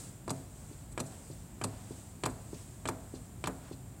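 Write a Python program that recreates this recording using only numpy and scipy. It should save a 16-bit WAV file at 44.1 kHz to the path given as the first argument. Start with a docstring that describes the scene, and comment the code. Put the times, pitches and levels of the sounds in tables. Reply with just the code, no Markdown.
"""Under a vehicle in a quiet workshop, a low rumble and a soft hiss that swells and ebbs are heard throughout.
A hand pushes a drive shaft: its loose joint knocks free, scrapes through its play (the slack between
its parts) and clunks against the stop with a gritty chatter. On the way back it lands with a dull bump.
The hand rocks it six times; between the blows, skin brushes the tube and grit ticks in the joint."""
import sys
import numpy as np
from scipy import signal
from scipy.fft import rfft, irfft
from scipy.io import wavfile

SR = 44100
rng = np.random.default_rng(int(sys.argv[2]) if len(sys.argv) > 2 else 0)


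def bounce(signal):
    """Save signal as a 16-bit WAV file at the path given by the first command-line argument."""
    frames = np.transpose(np.atleast_2d(signal))
    limited = np.clip(frames, -1, 1)
    pcm = np.round(limited * 32767).astype(np.int16)
    wavfile.write(sys.argv[1], SR, pcm)


N = 176400
T = np.arange(N) / SR

# Levels in all tables are relative: the functions add their own gains.
# the joint knocks free: t/s, level/dB, contact time/s, chatter level/dB
FREEING_KNOCKS = [(0.279, -2.5, 0.00013, -13), (0.977, -2, 0.000085, -8.5), (1.6142, -4, 0.00008, -10.5),
                  (2.2364, -2, 0.000048, -3), (2.8554, -3, 0.000065, -9.5), (3.4403, -3, 0.000045, -9)]
# it hits the stop: t/s, level/dB, contact time/s, chatter level/dB, chatter rise time/s
STOP_CLUNKS = [(0.3052, 1.5, 0.0002, 0.5, 0.00087), (1.0015, 0.5, 0.00024, 2.5, 0.00037),
               (1.6430, 1.5, 0.00018, -0.5, 0.0013), (2.2610, 2, 0.0001, -2, 0.0016),
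               (2.8880, 2, 0.00011, -1.5, 0.0012), (3.4735, 1, 0.000097, -2.5, 0.0016)]
# it falls back: t/s, level/dB, level of the faint scrape as it settles/dB
RETURN_BUMPS = [(0.713, -10, -32), (1.301, -4.5, -29), (1.908, -2, -30), (2.531, 0, -26), (3.139, 0, -23),
                (3.713, -1, -24.5)]
# tone of the workshop's echoes: f/Hz, level/dB
WORKSHOP_TONE = [(90, -27), (250, -1), (700, -1.5), (1500, -9), (3000, -23), (8000, -21.5), (16000, -16)]
LIGHT_TOP_HZ = 10900  # light contacts are muffled above this


def from_db(db):
    """Turn decibels into a factor to multiply by."""
    return 10 ** (np.asarray(db) / 20)


def rms_one(x):
    """Scale a sound so that its average strength (rms) is 1."""
    return x / np.sqrt(np.mean(x ** 2) + 1e-20)


def keep_band(x, order, hz, kind):
    """Keep the "low", "high" or middle "band" part of a sound; a higher order cuts more steeply."""
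    return signal.sosfilt(signal.butter(order, hz, kind, fs=SR, output="sos"), x)


def noise(spectrum, size=N):
    """Noise whose tone follows (f/Hz, level/dB) points and falls away below the first one."""
    hz, db = np.transpose(spectrum)
    bins = np.maximum(np.fft.rfftfreq(size, 1 / SR), 1)
    gain = from_db(np.interp(np.log(bins), np.log(hz), db)) * np.minimum(bins / hz[0], 1) ** 2
    return irfft(rfft(rng.standard_normal(size)) * gain, size)


def resonate(x, hz, width_hz):
    """A resonance: it lets through what lies near one pitch and weakens the rest."""
    r = np.exp(-np.pi * width_hz / SR)
    feedback = [1, -2 * r * np.cos(2 * np.pi * hz / SR), r * r]
    return signal.lfilter(np.array([1, 0, -1]) * (1 - r * r) / 2, feedback, x + 1e-18)


def ring(force, hz, t60):
    """A click starts a pure tone that fades by 60 dB in t60 seconds."""
    r = np.exp(-np.log(1000) / (t60 * SR))
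    step = 2 * np.pi * hz / SR
    return signal.lfilter([0, np.sin(step)], [1, -2 * r * np.cos(step), r * r], force + 1e-18)


def burst(s, db, rise_s, fade_s):
    """A loudness curve that builds up to time s and fades after it."""
    distance = np.maximum((s - T) / rise_s, (T - s) / fade_s)
    return from_db(db) * np.exp(-np.minimum(distance, 30))


def echoes(spectrum, t60, build_s):
    """One second of dense echoes that build up and die away."""
    fade = np.exp(-np.log(1000) * T[:SR] / t60) * (1 - np.exp(-(T[:SR] / build_s) ** 2))
    return noise(spectrum, size=SR) * fade / np.sqrt(np.sum(fade ** 2))


def background():
    """A low rumble with a wavering hum, and a hiss that swells and ebbs."""
    # tone of the rumble and of the hiss: f/Hz, level/dB
    rumble_tone = [(25, -39), (33, -21.5), (46, 0), (115, 0.5), (190, -5.5), (300, -12), (480, -21),
                   (700, -20), (1200, -27), (3500, -36.5), (6500, -45.5), (7200, -25.5), (8600, -30),
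                   (9800, -36.5), (11500, -37.5), (12800, -35), (15500, -38.5)]
    hiss_tone = [(300, 4.5), (1200, -10.5), (2500, -10.5), (5500, -7), (7200, 0), (8300, 4), (10000, -7),
                 (12000, -15.5), (16000, -17)]
    # the swells of the hiss: t/s, level/dB
    hiss_swells = [(0, -49), (0.08, -54.5), (0.15, -62), (0.25, -66), (0.37, -58), (0.48, -63.5),
                   (0.62, -59), (0.82, -61), (0.96, -68), (1.08, -58), (1.35, -58.5), (1.52, -64.5),
                   (1.72, -63), (1.99, -57), (2.15, -63), (2.47, -61), (2.6, -57), (2.83, -63.2),
                   (3.06, -63), (3.18, -60.5), (3.35, -65), (3.52, -62), (3.9, -65.5)]
    hum_hz, hum_width_hz = 109.4, 29
    low_noise = resonate(rng.standard_normal(N), hum_hz, hum_width_hz)
    hum = from_db(-68.5) * rms_one(resonate(low_noise, hum_hz, hum_width_hz))
    hiss_db = 1 + np.interp(T, *np.transpose(hiss_swells))
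    hiss = from_db(hiss_db) * rms_one(noise(hiss_tone))
    rumble = from_db(-49) * rms_one(noise(rumble_tone))
    return rumble + hum + hiss


def workshop():
    """The echoes that the workshop throws back after a click."""
    return echoes(WORKSHOP_TONE, t60=0.89, build_s=0.0016)


def hand():
    """Skin brushes softly over the rusty tube, some strokes brighter than others."""
    # the hand shifts its grip: t/s, level/dB, half-length/s, brightness/(dB per octave)
    strokes = [(1.138, -61, 0.037, 0), (1.807, -62, 0.2, 1.5), (2.578, -61, 0.063, 6),
               (3.668, -59, 0.054, 0.5)]
    # tone of skin on rust: f/Hz, level/dB
    skin_tone = [(700, 11), (1500, 5.5), (3000, -0.5), (4600, -4), (6500, -5), (10000, -14), (16000, -27)]
    out = 0
    for s, db, half_length, tilt in strokes:
        tone = [(hz, level + tilt * np.log2(hz / 3000)) for hz, level in skin_tone]
        swell = np.exp(-np.minimum(((T - s) / half_length) ** 2, 20))
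        out = out + from_db(db) * swell * rms_one(noise(tone))
    return out


def grind(pressure):
    """Tiny steel-on-steel contacts ring the joint, louder with more pressure."""
    # resonances of the steel joint: f/Hz, width/Hz, level/dB
    resonances = [(2690, 370, 2.5), (3580, 190, 0.5), (4190, 360, 4.5), (4810, 280, 5), (5400, 330, 0),
                  (6000, 310, 2.5), (7000, 480, 7), (7330, 220, 0), (7750, 185, 13.5), (8140, 110, 13),
                  (9200, 990, 0), (10200, 240, -6), (12200, 240, -15), (15000, 1400, -17)]
    grains_per_s = 6000
    touches = rng.random(N) < grains_per_s / SR
    grains = touches * rng.choice([-1, 1], N) * rng.uniform(0.63, 1, N)
    forces = np.array([grains, grains * pressure])
    steady, pressed = sum(from_db(db) * resonate(forces, hz, width) for hz, width, db in resonances)
    return pressed / steady.std()  # strength 1 at pressure 1


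def ticks():
    """Grit shifts in the joint with a thin tick."""
    # ticks between the blows: t/s, level/dB
    grit_shifts = [(0.925, -49.5), (1.068, -45.5), (2.303, -49.5)]
    pressure = sum(burst(s, db, rise_s=0.0076, fade_s=0.008) for s, db in grit_shifts)
    thin = keep_band(grind(pressure), 2, 6650, "high")
    return keep_band(thin, 8, LIGHT_TOP_HZ, "low")


def scrape():
    """The joint slips abruptly through its play, and faintly again as it settles back."""
    # slips between knock and clunk: t/s, level/dB, upper edge of the sound/Hz
    slips = [(0.2952, -7.5, 6360), (0.9950, -12, 6550), (1.6389, -4.5, 9000), (2.2554, -6, 7850),
             (2.8757, -7, 7500), (3.459, -6.5, 5150)]
    low_hz, settle_top_hz, settle_lag_s = 2660, 6150, 0.015
    slipping = 0
    for s, db, top_hz in slips:
        pressure = burst(s, db, rise_s=0.00075, fade_s=0.0049)
        slipping = slipping + keep_band(grind(pressure), 2, [low_hz, top_hz], "band")
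    pressure = sum(burst(s + settle_lag_s, db, rise_s=0.0077, fade_s=0.015) for s, _, db in RETURN_BUMPS)
    settling = keep_band(grind(pressure), 2, [low_hz, settle_top_hz], "band")
    return from_db(-26) * slipping + from_db(-25.5) * settling


def chatter():
    """The joint's parts rattle at each knock and clunk, brightest in a short, hard hit on the stop."""
    knock_rise_s, fade_s, dulling_s = 0.00022, 0.0052, 0.00055
    freeing = grind(sum(burst(s, db, knock_rise_s, fade_s) for s, _, _, db in FREEING_KNOCKS))
    stopping = grind(sum(burst(s, db, rise_s, fade_s) for s, _, _, db, rise_s in STOP_CLUNKS))
    out = keep_band(freeing, 8, LIGHT_TOP_HZ, "low")
    for s, _, contact_s, _, _ in STOP_CLUNKS:
        this_hit = stopping * (np.abs(T - s) < 0.2) + 1e-18
        top_hz = 18400 * np.exp(-contact_s / dulling_s)
        out = out + keep_band(this_hit, 8, top_hz, "low")
    return from_db(-31.5) * out


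def blow(direct, s, db, contact_s, ring_db):
    """One hit, duller for a longer contact: its direct sound, the shaft's ringing and the echoes."""
    # the tones the shaft rings with: f/Hz, level/dB, time to fade by 60 dB/s
    shaft_tones = [(104.5, -40.5, 0.68), (137.2, -39, 0.3), (180.6, -48, 0.5), (251.4, -42.5, 0.33),
                   (268, -44.5, 0.45), (327.8, -40, 0.12), (418.2, -40.5, 0.15), (486, -48, 0.078),
                   (534.4, -46, 0.12), (610, -45.5, 0.17), (656, -50.5, 0.57), (721, -53, 0.48),
                   (761, -51.5, 0.24), (899, -46, 0.14), (1022, -44.5, 0.13), (1100, -40.5, 0.025),
                   (1298, -48.5, 0.068), (1642, -37.5, 0.059), (2366, -29.5, 0.027), (3104, -30, 0.034),
                   (3840, -33, 0.025)]
    # tone of the echoes from the vehicle's underside: f/Hz, level/dB
    underbody_tone = [(90, -35), (150, 7.5), (300, 7), (450, 7), (700, 0.5), (1200, 2.5), (2000, -4),
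                      (5000, -12), (16000, -28)]
    spread_db = 2  # each hit rings the tones a little differently
    click = signal.unit_impulse(SR)
    ringing = sum((-1) ** k * from_db(level + spread_db * rng.normal()) * ring(click, hz, t60)
                  for k, (hz, level, t60) in enumerate(shaft_tones))
    underbody = from_db(-1) * echoes(underbody_tone, t60=0.14, build_s=0.0023)
    response = direct + from_db(ring_db) * (ringing + underbody + workshop())
    half = SR // 200
    pulse = np.exp(-.5 * (np.arange(-half, half) / SR / contact_s) ** 2)  # a bell-shaped push
    sound = signal.fftconvolve(response, -from_db(db) * pulse / pulse.sum())
    return np.pad(sound, (int(s * SR) - half, N))[:N]


def shaft():
    """Sharp knocks, heavy clunks and dull bumps ring the same shaft, each with its own direct sound."""
    # the short clack of the coupling's flange (its rim) and bolts: f/Hz, level/dB
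    flange_tone = [(700, -15), (1100, -1.5), (1750, -7), (2350, 1), (3000, 0.5), (3900, -5), (5000, -5),
                   (16000, -28)]
    click = signal.unit_impulse(SR)
    clack = from_db(0.5) * echoes(flange_tone, t60=0.023, build_s=0.00033)
    crack = from_db(6.5) * resonate(click, hz=445, width_hz=570)
    clank = from_db(10) * resonate(click, hz=1100, width_hz=324)
    thud = from_db(1.5) * resonate(click, hz=111, width_hz=70)
    bump = from_db(10) * resonate(click, hz=317, width_hz=95)
    knocks = sum(blow(crack + clack, s, db, contact_s, ring_db=-0.5)
                 for s, db, contact_s, _ in FREEING_KNOCKS)
    clunks = sum(blow(clank + thud + clack, s, db, contact_s, ring_db=-0.87)
                 for s, db, contact_s, _, _ in STOP_CLUNKS)
    bumps = sum(blow(bump + clack, s, db, contact_s=0.0003, ring_db=-8.5) for s, db, _ in RETURN_BUMPS)
    return keep_band(knocks + clunks + bumps, 3, 52, "high")


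def scene():
    """The joint close by, the workshop around it."""
    rattle = chatter() + scrape() + ticks()
    rattle_echoes = from_db(6.5) * signal.fftconvolve(rattle, workshop())[:N]
    return (shaft() + rattle + rattle_echoes + hand() + background())[None]


def record(dry):
    """The sharpest peaks are rounded a little and the highest treble is cut steeply."""
    peak_limit, cutoff_hz = 0.96, 15900
    rounded = peak_limit * np.tanh(dry / peak_limit)
    return signal.sosfilt(signal.ellip(12, .1, 80, cutoff_hz, fs=SR, output="sos"), rounded)


dry = scene()
out = record(dry)
bounce(out)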